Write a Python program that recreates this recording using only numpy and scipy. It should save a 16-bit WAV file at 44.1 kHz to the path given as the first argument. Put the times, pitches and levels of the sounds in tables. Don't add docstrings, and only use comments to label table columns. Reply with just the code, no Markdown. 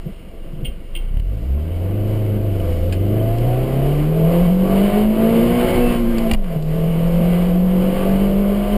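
import sys
import numpy as np
from scipy import signal
from scipy.fft import rfft, irfft, next_fast_len
from scipy.io import wavfile
from scipy.ndimage import uniform_filter1d

SR = 44100
rng = np.random.default_rng(int(sys.argv[2]) if len(sys.argv) > 2 else 0)


def field_ratio(decibels):
    return 10 ** (np.asarray(decibels, dtype=float) / 20)


def put_to_file(sound):
    columns = np.atleast_2d(sound).T
    safe = np.clip(columns, -1, 1)
    whole_steps = np.round(safe * 32767)
    wavfile.write(sys.argv[1], SR, whole_steps.astype(np.int16))


N = 386757

# t/s, firing rate f/Hz
FIRING_RATE = [(.9, 23.58), (1.12, 31), (1.59, 74.3), (1.95, 100.9), (2.2, 106.3), (2.49, 100.7),
               (2.78, 82.16), (3.1, 102.8), (3.72, 132.6), (4.32, 168.5), (5.13, 217.2), (5.69, 247.7),
               (6.33, 222.7), (6.52, 162.9), (6.63, 153), (6.75, 161.2), (8.23, 195.6), (8.77, 206)]
# t/s, opening [0-1]
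THROTTLE = [(2.15, 0.66), (2.3, 0.64), (2.75, 0.8), (2.95, 0.99), (5.9, 0.83), (6.02, 0.18), (6.32, 0.15),
            (6.4, 0.26), (6.65, 0.67), (6.95, 0.73), (8.77, 0.73)]
# t/s, length/s, level/dB
ROAR_SWELLS = [(0.077, 0.058, 6), (0.656, .15, 6.5), (1.226, 0.16, -3.5), (2.086, 0.1, 1.5),
               (2.677, 0.35, 3.5), (3.5, 0.68, 1.5), (4.1, .12, -1.5), (4.336, 0.1, 3.5),
               (4.572, 0.16, -4.5), (4.94, 0.49, 1.5), (5.1, 0.12, -5), (5.3, 0.25, 0.5), (3.202, 0.2, 1),
               (7.8, 0.22, -0.5), (6.624, 0.1, -3), (1.65, 0.36, 0.5), (6.796, 0.18, 0.5), (5.665, 0.32, 3),
               (5.946, .1, 2.5), (6.045, 0.15, 0), (6.248, 0.27, 3.5), (6.52, .14, 5), (7.333, 0.15, 2),
               (7.615, 0.17, -2.5), (8.038, 0.16, 2), (8.588, 0.88, -1.5)]

# f/Hz, level/dB
BOOM = [(22, -36), (25, -20), (36, -13), (70, -11.5), (90, -17.5), (150, -16), (180, -12.5), (245, -13.5)]
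# f/Hz, width/Hz, level/dB
BOOM_DIPS = [(57.5, 12, -14.5), (80.4, 6.1, -7), (131, 4.2, -8.5), (190, 3.5, -9), (204, 1.9, -9),
             (219.3, 2.9, -8.5), (238.4, 5.8, -3.5)]
# f/Hz, width/Hz, level/dB
DOUBLE_PANELS = [(74.5, 9.4, -15.5), (103.4, 28, -19), (130, 26, -24.5), (152, 23, -27), (180, 20, -30),
                 (207.4, 12, -26), (289.66, 35, -25.5), (317.85, 17, -31.5), (342, 7.9, -27.5),
                 (391, 44, -25.5), (416, 8.4, -21), (458, 33, -22.5), (484, 34, -24)]
# f/Hz, width/Hz, level/dB
TRIPLE_PANELS = [(114, 34, -22.5), (171, 40, -29.5), (215, 37, -29), (311, 65, -28), (351.4, 7.1, -25),
                 (389, 37, -27.5), (427, 14, -33), (470, 20, -44), (516, 26, -22.5), (610, 81, -25),
                 (667, 20, -21), (723, 27, -28.5)]
# f/Hz, width/Hz, level/dB
ODD_PANELS = [(105, 22, -44), (286, 31, -37), (394, 11, -26.5), (443, 37, -25), (510.5, 43, -23),
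              (607, 86, -32.5), (690, 35, -27.5)]
# (f/Hz, width/Hz, level/dB)
CRANK_LINES = [
    (.5, 0.1, [(46, 11, -37), (66.4, 23, -32.5), (97, 12, -42), (123, 23, -33)]),
    (.75, 0.98, [(63, 33, -32), (95, 13, -38.5), (121.5, 12, -31.5), (145.6, 12, -29), (170.7, 10, -22.5), (178.3, 4, -18.5), (189.3, 9, -25)]),
    (5 / 4, .7, [(130, 16, -30), (168.4, 14, -30), (204, 13, -32), (233, 23, -30.5), (249, 14, -41), (274, 10, -30), (298, 14, -31)]),
    (3 / 2, 0.11, [(158, 52, -40.5), (184, 6.7, -37.5), (232, 10, -36), (289, 8.7, -32.5), (349.3, 15.4, -25), (367, 14, -24)]),
    (7 / 4, 0.77, [(171, 28, -32.5), (240, 29, -30.5), (325, 25, -31), (349, 26, -31), (366, 30, -28.5), (392.2, 15, -24), (434, 20, -30)]),
    (9 / 4, 1, [(202, 30, -46.5), (270, 27, -34), (393, 36, -32), (439, 32, -26), (445, 21, -35), (517, 37, -24), (560.3, 11, -17)]),
               (5 / 2, 1, [(267, 45, -37), (345, 94, -29.5), (401, 30, -30), (508, 69, -33.5),
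                (590, 92, -35)]), (13 / 4, 0.54, [(330, 65, -42), (468, 92, -32), (512, 30, -33),
                (553, 30, -30.5), (657, 35, -34.5)]), (7 / 2, 0.35, [(357, 88, -32), (567, 57, -37.5),
                (604, 30, -40), (675.4, 15.5, -26.5), (724, 32, -28.5), (775, 55, -43.5), (860, 17, -35)]),
                (15 / 4, 0.9, [(385, 50, -37), (487, 130, -44), (671, 38, -32), (721, 35, -34.5)]),
                (4, 1, [(252, 67, -42), (325, 18, -32), (380, 36, -33.5), (514, 63, -29.5),
                (651, 59.6, -29), (698, 24, -35), (763, 31, -38), (880, 100, -41)]),
                (17 / 4, 0.61, [(442, 40, -34.5), (513, 60, -34.5), (606, 33, -35), (665, 34, -43),
                (765, 39, -42)]), (9 / 2, .1, [(420, 53, -43.5), (535, 90, -35.5), (616, 56, -36),
                (704, 50, -42), (770, 50, -43.5), (864, 40, -45.5), (980, 71, -43), (1072, 44, -38.5)]),
               (19 / 4, 0.44, [(270, 68, -43), (430, 39, -43), (514, 30, -49), (665, 40, -36.5),
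              (746, 40, -42.5), (910, 110, -45.5)]), (5, 0.62, [(300, 80, -39), (525, 59, -34.5),
              (690, 68, -32.5), (920, 80, -48.5), (1037, 45, -38), (1170, 60, -47)]),
              (23 / 4, 0.55, [(546, 20, -43.5), (610, 50, -51), (700, 40, -53), (956, 60, -49),
              (1050, 69, -46), (1180, 65, -44.5)]), (11 / 2, 1, [(520, 26, -41), (667, 34, -33),
              (760, 43, -49), (910, 100, -44), (1040, 100, -47)]), (6, 1, [(538, 40, -37), (661, 67, -28.5),
              (733, 37, -31.5), (810, 44, -42), (1060, 40, -46), (1147, 41, -36)])]
# multiple of firing rate, low-rev level/dB, full-rev level/dB
CABIN_LINES = [(5.251, -3.5, -11), (6.25, -18, -7.5), (6.5, -12, -9.5), (6.75, -16, -10), (6.999, -9, -10),
               (7.25, -15.5, -12), (7.5, -12, -10), (8, -14.5, -5), (9, -18, 0)]
# f/Hz, width/Hz, level/dB
CABIN = [(190, 128, -3.5), (328.5, 56, 5.5), (343, 43, 2.5), (431, 21, -4), (523, 80, 2), (665, 21.5, 4.5),
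         (747, 23, -3.5), (787, 22, -15), (1060, 45, -4.5), (1167, 30, -9.5)]

# t/s, peak level/dB, brightness/dB per octave
LEVER_HITS = [
    (6.3131, -6, 0),
    (6.3157, -15, 2),
    (6.3192, -17, 2),
    (6.3235, -28, 12),
    (6.3351, -15, 11),
    (6.3372, -17, 0),
    (6.3405, -22, -3),
    (6.3457, -16, -1),
]
# f/Hz, level/dB, time to fade 60 dB/s
LEVER_MODES = [(770, -8, .035), (1050, -9, .025), (1500, -12, .012), (2050, -3, .016), (2400, -1, .014),
               (2830, 0, .018), (3250, -7, .012), (3750, -15, .012), (4700, -13, .018), (5450, -17, .014)]
# t/s, peak level/dB, f/Hz, time to fade 60 dB/s
KNOCKS = [(0.06, -22, 153, 0.12), (0.09, -24.5, 170, 0.062), (0.532, -27.5, 151, 0.15),
          (0.569, -30, 139, 0.098), (0.628, -21, 48, 0.053), (0.679, -21, 52, 0.14),
          (0.63, -20.5, 131, 0.08), (7.2, -18, 217, 0.12), (6.308, -22, 214, .08), (5.935, -26, 150, .08),
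          (6.8, -29, 95, .09), (6.1825, -34, 4590, 0.027), (2.925, -34.5, 2500, 0.044),
          (2.926, -43, 1680, .07), (3.2, -39, 3060, .04), (2.9265, -45, 2050, .04), (2.6, -38, 2950, 0.034),
          (2.924, -46, 4750, .03), (3.6, -43, 2500, .04), (6.327, -5, 44.7, 0.046), (.96, -41, 335, 0.23),
          (6.356, -5, 22, 0.61), (6.559, -11.5, 156, 0.095)]
# t/s, peak level/dB, brightness/dB per octave, time to fade 60 dB/s
CLICKS = [(1.143, -35, -3, 0.03), (1.171, -29.5, 0, 0.022), (1.199, -31.5, 5, 0.02), (2.925, -28.5, 8, 0.1),
          (2.9338, -35.5, 3, 0.029), (3.384, -30, 8.5, 0.03), (6.1833, -19, 6, .024),
          (6.3145, -18, 6, 0.012), (6.3363, -20, 9, 0.015), (6.4428, -24, 1, 0.039),
          (6.6248, -30.5, 16, 0.03)]
# t/s, peak level/dB
RELAY_TICKS = [
    (0.6493, -22),
    (0.9533, -22),
]
# f/Hz, level/dB, time to fade 60 dB/s
RELAY_MODES = [(2030, -19, .12), (2190, -8, .14), (2400, -15, .13), (2560, -11, .12), (2690, -12, .17),
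               (2790, -1, .18), (2865, 0, .12), (2975, -16, .17), (3080, -2, .17), (3150, -3, .18),
               (3225, 0, .11), (3545, -17, .11), (3935, -22, .12), (4620, -24, .1)]
# start t/s, end t/s, f/Hz, level/dB
BUZZES = [(-.4, 1.8, 2820, -58.5), (-.4, 1.1, 5260, -72), (2.335, 2.7, 665, -35),
          (2.63, 2.81, 499.5, -24.5), (2.77, 2.92, 520.5, -26.5), (5.56, 5.84, 2203, -33),
          (5.6, 5.76, 2980, -38.5), (5.66, 5.78, 2010, -37), (5.77, 5.95, 2660, -32.5),
          (6.048, 6.16, 1590, -41.5), (6.15, 6.21, 680, -28.5), (6.2, 6.32, 663, -23.5),
          (6.48, 6.57, 665, -27)]

# t/s, level/dB
SHAKE_LEVEL = [(.9, -37), (1.3, -34.5), (1.7, -33.5), (2.15, -26.5), (2.4, -28.5), (2.75, -27.5), (3, -31),
               (4, -25.5), (4.6, -28), (5.1, -27.5), (5.6, -26), (5.9, -18), (6.2, -18.5), (6.6, -22.5),
               (7.2, -23), (7.7, -27), (8.05, -21), (8.3, -27), (8.65, -22.5)]
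# t/s, f/Hz
ROCKING = [(1.3, 22), (2.2, 24), (2.7, 29), (3.5, 29), (4.2, 30), (4.6, 24.9), (5.5, 25), (5.9, 22.4),
           (7, 21), (7.3, 29.3), (7.9, 20), (8.3, 27), (8.77, 36.3)]
# f/Hz, level/dB per Hz
SHAKE_COLOUR = [(12, 5.5), (30, 14.5), (42, 13), (52, 10), (100, -31.5)]
# f/Hz, level/dB per Hz
DRONE_COLOUR = [(29, -43), (50, -10.5), (100, -9.5), (200, -4), (310, -16.5), (470, -11), (700, -14),
                (860, -26), (1200, -20.5), (1500, -24), (2000, -68), (3300, -120)]
# f/Hz, level/dB per Hz
HISS_COLOUR = [(470, -2.5), (800, -1.5), (900, -3), (1060, -6.5), (1180, -2), (1270, -7.5), (1490, -6.5),
               (1800, -11), (2040, -7.5), (2500, -9), (2960, -5.5), (3650, -19), (4900, -19.5),
               (6000, -39.5), (7800, -81), (13200, -120)]
# f/Hz, width/Hz, level/dB
HISS_RIDGES = [(1040, 22, 4), (2020, 35, 1.5), (2230, 42, 6), (2660, 18, -11), (2926, 65, -0.5),
               (3090, 54, 3), (5300, 43, -7)]

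# t/s, depth/dB, recovery/s
GAIN_DUCKS = [
    (1.209, -4, 0.04),
    (6.355, -11.5, 0.27),
]

TIME = np.arange(N) / SR
SHORT_TIME = np.arange(SR // 4) / SR


def unit(x):
    return x / np.sqrt(np.mean(x ** 2) + 1e-20)


def along(points, hz):
    f, value = np.transpose(points)
    return np.interp(np.log(hz + 1), np.log(f + 1), value)


def over_time(rows):
    s, value = np.transpose(rows)
    return np.interp(TIME, s, value)


def wobble(rate):
    knots = rng.standard_normal(int(N * rate / SR) + 4)
    return np.interp(np.arange(N) * rate / SR, np.arange(len(knots)), knots)


def filtered(x, response):
    m = next_fast_len(len(x) + SR // 4)
    return irfft(rfft(x, m) * response(np.fft.rfftfreq(m, 1 / SR)), m)[:len(x)]


def peaks(table, hz):
    return np.sqrt(sum(field_ratio(2 * db) / (1 + ((hz - c) / (w / 2)) ** 2) ** 2 for c, w, db in table))


def swept(table, hz):
    grid = np.arange(2500.)
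    return np.interp(hz, grid, peaks(table, grid))


def cabin_gain(hz):
    return np.sqrt(sum(field_ratio(2 * db) / (1 + ((hz - c) / (w / 2)) ** 2) for c, w, db in CABIN))


def rush(colour, patchy_db, ring=0):
    _, _, z = signal.stft(rng.standard_normal(N), SR, nperseg=1024)
    patches = uniform_filter1d(rng.standard_normal(z.shape), size=8, axis=0)
    patches = uniform_filter1d(patches, size=6, axis=1)
    white = signal.istft(z * field_ratio(patchy_db * unit(patches)), SR, nperseg=1024)[1][:N]
    return unit(filtered(white, lambda f: field_ratio(along(colour, f)) * cabin_gain(np.maximum(f, 150)) ** ring))


def add(track, s, sound):
    part = track[round(s * SR):][:len(sound)]
    part += sound[:len(part)]


def driving():
    flywheel_s = 0.052
    rate = uniform_filter1d(over_time(FIRING_RATE), round(flywheel_s * SR))
    shut = 1 - over_time(THROTTLE)
    surge_db = sum(db * np.exp(-(2 * (TIME - s) / length) ** 2) for s, length, db in ROAR_SWELLS)
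    return rate, shut, surge_db


def firing_boom(rate, shut, turns):
    limiter_s, limiter_length_s, limiter_db = 5.7, 0.16, -12.5
    level_db = along(BOOM, rate) - 6 * shut
    level_db += sum(db / (1 + ((rate - c) / (w / 2)) ** 2) for c, w, db in BOOM_DIPS)
    level_db += limiter_db * np.exp(-(2 * (TIME - limiter_s) / limiter_length_s) ** 2)
    boom = field_ratio(level_db + 1.03 * wobble(19)) * np.cos(turns + 0.42 * wobble(24))
    return np.sqrt(2) * boom


def panel_tones(rate, shut, turns):
    effort_db = -17 * shut
    loose = np.clip(rate / 150, .1, 1)
    double = swept(DOUBLE_PANELS, 2 * rate) * field_ratio(effort_db + 3.8 * wobble(19))
    tone = double * np.cos(2 * turns + 0.64 * loose * wobble(11.0))
    triple = swept(TRIPLE_PANELS, 3 * rate) * field_ratio(effort_db + 1.15 * wobble(13))
    tone += triple * np.cos(3 * turns + 0.99 * loose * wobble(8.4))
    odd = swept(ODD_PANELS, 11 / 4 * rate) * field_ratio(.8 * effort_db + 1.5 * wobble(12))
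    tone += odd * np.cos(11 / 4 * turns + .45 * wobble(14))
    for multiple, share, panels in CRANK_LINES:
        flicker = field_ratio(share * effort_db + 1.3 * wobble(9))
        phase = 2 * np.pi * rng.random() + (.22 + .03 * multiple) * wobble(13)
        tone += swept(panels, multiple * rate) * flicker * np.cos(multiple * turns + phase)
    for k in range(4, 9):
        tone += swept([(36, 9.6, -34 - 4 * (k - 4))], rate) * np.cos(k * turns)
    return np.sqrt(2) * tone


def cabin_tones(rate, turns, load_db):
    grid = np.linspace(0, 3000, num=1500)
    gain = cabin_gain(grid) ** 0.91
    revs = np.clip((rate - 90) / 140, 0, 1)
    tones = np.zeros(N)
    for multiple, low_db, full_db in CABIN_LINES:
        drift = 2 * np.pi * rng.random() + .08 * multiple * wobble(22)
        level = field_ratio(low_db + revs * (full_db - low_db) + 2.5 * wobble(8))
        tones += level * np.interp(multiple * rate, grid, gain) * np.sin(multiple * turns + drift)
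    tones *= np.clip((rate - 25) / 60, .05, 1)
    return field_ratio(load_db - 9.0) * tones


def engine(rate, shut, surge_db, load_db, turns):
    grit = field_ratio(.6 * wobble(70) * np.clip(rate / 120, 0, 1))
    overtones = field_ratio(.5 * surge_db) * panel_tones(rate, shut, turns)
    return firing_boom(rate, shut, turns) + grit * (overtones + cabin_tones(rate, turns, load_db))


def gear_lever():
    out, t = np.zeros(N), SHORT_TIME
    for s, db, bright_db in LEVER_HITS:
        ring = np.zeros(len(t))
        for hz, level, t60 in LEVER_MODES:
            mode_db = level + bright_db * np.log2(hz / 2800) + rng.normal(0, .8)
            ring += field_ratio(mode_db - 60 * t / t60) * np.sin(2 * np.pi * hz * t)
        add(out, s, field_ratio(db - 5) * ring * (1 - np.exp(-t / .0003)))
    return out


def knocks():
    out, t = np.zeros(N), SHORT_TIME
    for s, db, hz, t60 in KNOCKS:
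        onset = 1 - np.exp(-t / min(.0029, 3.1 / hz))
        add(out, s, field_ratio(db + 7.5 - 60 * t / t60) * np.sin(2 * np.pi * hz * t) * onset)
    return out


def plastic_clicks():
    out, t = np.zeros(N), SHORT_TIME
    hz = np.fft.rfftfreq(len(t), 1 / SR)
    for s, db, bright_db, t60 in CLICKS:
        colour = field_ratio(along(HISS_COLOUR, hz) + bright_db * np.log2(hz / 3000 + .01))
        snap = unit(irfft(rfft(rng.standard_normal(len(t))) * colour, len(t)))
        add(out, s - .001, field_ratio(db - 2.5 - 60 * t / t60) * snap * (1 - np.exp(-t / 0.00065)))
    return out


def relay():
    out, t = np.zeros(N), SHORT_TIME
    for s, db in RELAY_TICKS:
        ring = np.zeros(len(t))
        for hz, level, t60 in RELAY_MODES:
            jitter = np.cumsum(rng.normal(0, 0.047, len(t)))
            mode = field_ratio(level + rng.normal(0, 0.48) - 60 * t / t60)
            ring += mode * np.sin(2 * np.pi * hz * t + jitter)
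        add(out, s - .003, field_ratio(db - 6.0) * ring * (1 - np.exp(-t / .003)))
    return out


def buzzing_tones():
    out = np.zeros(N)
    for start, end, hz, db in BUZZES:
        swell = np.sin(np.pi * np.clip((TIME - start) / (end - start), 0, 1)) ** 0.69
        out += field_ratio(db + 1.2 * wobble(27)) * swell * np.sin(2 * np.pi * hz * TIME + 0.7 * wobble(70))
    return out


def body_shake():
    rocking_hz = over_time(ROCKING) + 2 * wobble(8.5)
    rocking = np.sqrt(2) * np.sin(2 * np.pi * np.cumsum(rocking_hz) / SR)
    rumble = field_ratio(-5) * rush(SHAKE_COLOUR, patchy_db=0.0)
    return field_ratio(over_time(SHAKE_LEVEL) + 2.4 * wobble(5.6)) * (field_ratio(0.69 * wobble(11.0)) * rocking + rumble)


def idle_dulling(rate):
    return field_ratio(-4 * np.clip((90 - rate) / 50, 0, 1))


def road_drone(rate, load_db):
    moving_db, idle_db = -5.5, 0
    drone_db = moving_db + (idle_db - moving_db) * np.clip((70 - rate) / 25, 0, 1)
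    drone = field_ratio(load_db + drone_db + wobble(12)) * rush(DRONE_COLOUR, patchy_db=1.5, ring=1.0)
    drone += (idle_dulling(rate) - 1) * filtered(drone, lambda f: 1 / (1 + (580 / (f + 1)) ** 8))
    idle_body = field_ratio(-3 * np.clip((70 - rate) / 30, 0, 1))
    drone += (idle_body - 1) * filtered(drone, lambda f: 1 / (1 + (250 / (f + 1)) ** 8))
    return drone


def valve_hiss(rate, turns, shut, surge_db):
    moving_db = -44 + 9 * np.log2(rate / 100) - 9.5 * shut ** 2 + 1.13 * surge_db
    idle_db = -51.5 + 0.29 * np.minimum(surge_db, 0)
    hiss_db = np.maximum(moving_db, idle_db)
    puffs = unit(1 + 0.044 * np.sin(turns) + 0.039 * np.sin(turns / 2))
    level = field_ratio(hiss_db + 2.0 + 0.79 * wobble(7.9) + 0.66 * wobble(30))
    hiss = level * puffs * rush(HISS_COLOUR, patchy_db=0.76)
    ringing = filtered(hiss, lambda f: np.sqrt(1 + peaks(HISS_RIDGES, f) ** 2) - 1)
    hiss += field_ratio(0.34 * surge_db + 1.9 * wobble(7.8)) * ringing
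    hiss += (idle_dulling(rate) - 1) * filtered(hiss, lambda f: 1 / (1 + (f / 1400) ** 6))
    return hiss


def scene():
    rate, shut, surge_db = driving()
    turns = 2 * np.pi * np.cumsum(rate) / SR
    load_db = -25 + 5.5 * np.log2(rate / 100) - 7.5 * shut + surge_db
    mono = engine(rate, shut, surge_db, load_db, turns)
    mono += gear_lever() + knocks() + plastic_clicks() + relay() + buzzing_tones()
    mono += body_shake() + road_drone(rate, load_db) + valve_hiss(rate, turns, shut, surge_db)
    return np.array([mono, mono])


def low_pass(x):
    return signal.sosfilt(signal.butter(12, 16500, fs=SR, output="sos"), x)


def record(dry):
    duck_db = sum(db * (TIME > s) * np.exp(-np.abs(TIME - s) / back) for s, db, back in GAIN_DUCKS)
    ducked = dry[0] * uniform_filter1d(field_ratio(duck_db), size=150)
    ducked = ducked / (1 + np.abs(ducked / .8) ** 6) ** (1 / 6)
    padded = np.pad(ducked, (0, SR // 10), "reflect")
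    smooth = filtered(padded, lambda hz: 1 / np.sqrt(1 + (hz / 5500) ** 20))
    slow = signal.resample_poly(smooth, 40, 147)
    held = signal.resample_poly(np.repeat(slow, 4), 147, 160)
    held = filtered(held, lambda hz: hz < 15420)[:N]
    held *= np.clip((TIME[-1] - TIME) / .003, 0, 1)
    hz, _, z = signal.stft(held, SR, nperseg=2048)
    field = unit(uniform_filter1d(rng.standard_normal(z.shape), size=14, axis=0))
    field = field + 1.3 * rng.standard_normal(z.shape[1])
    speck_db = -22.0 + 3.7 * np.log2(np.clip(hz, 200, 5000) / 200) - 12 * (hz > 6000)
    specks = field_ratio(speck_db)[:, None] * (field > 3.3)
    stray = signal.istft(1j * z * specks, nperseg=2048)[1][:N]
    return low_pass(np.array([held + stray, held - stray]))


dry = scene()
out = record(dry)
put_to_file(out)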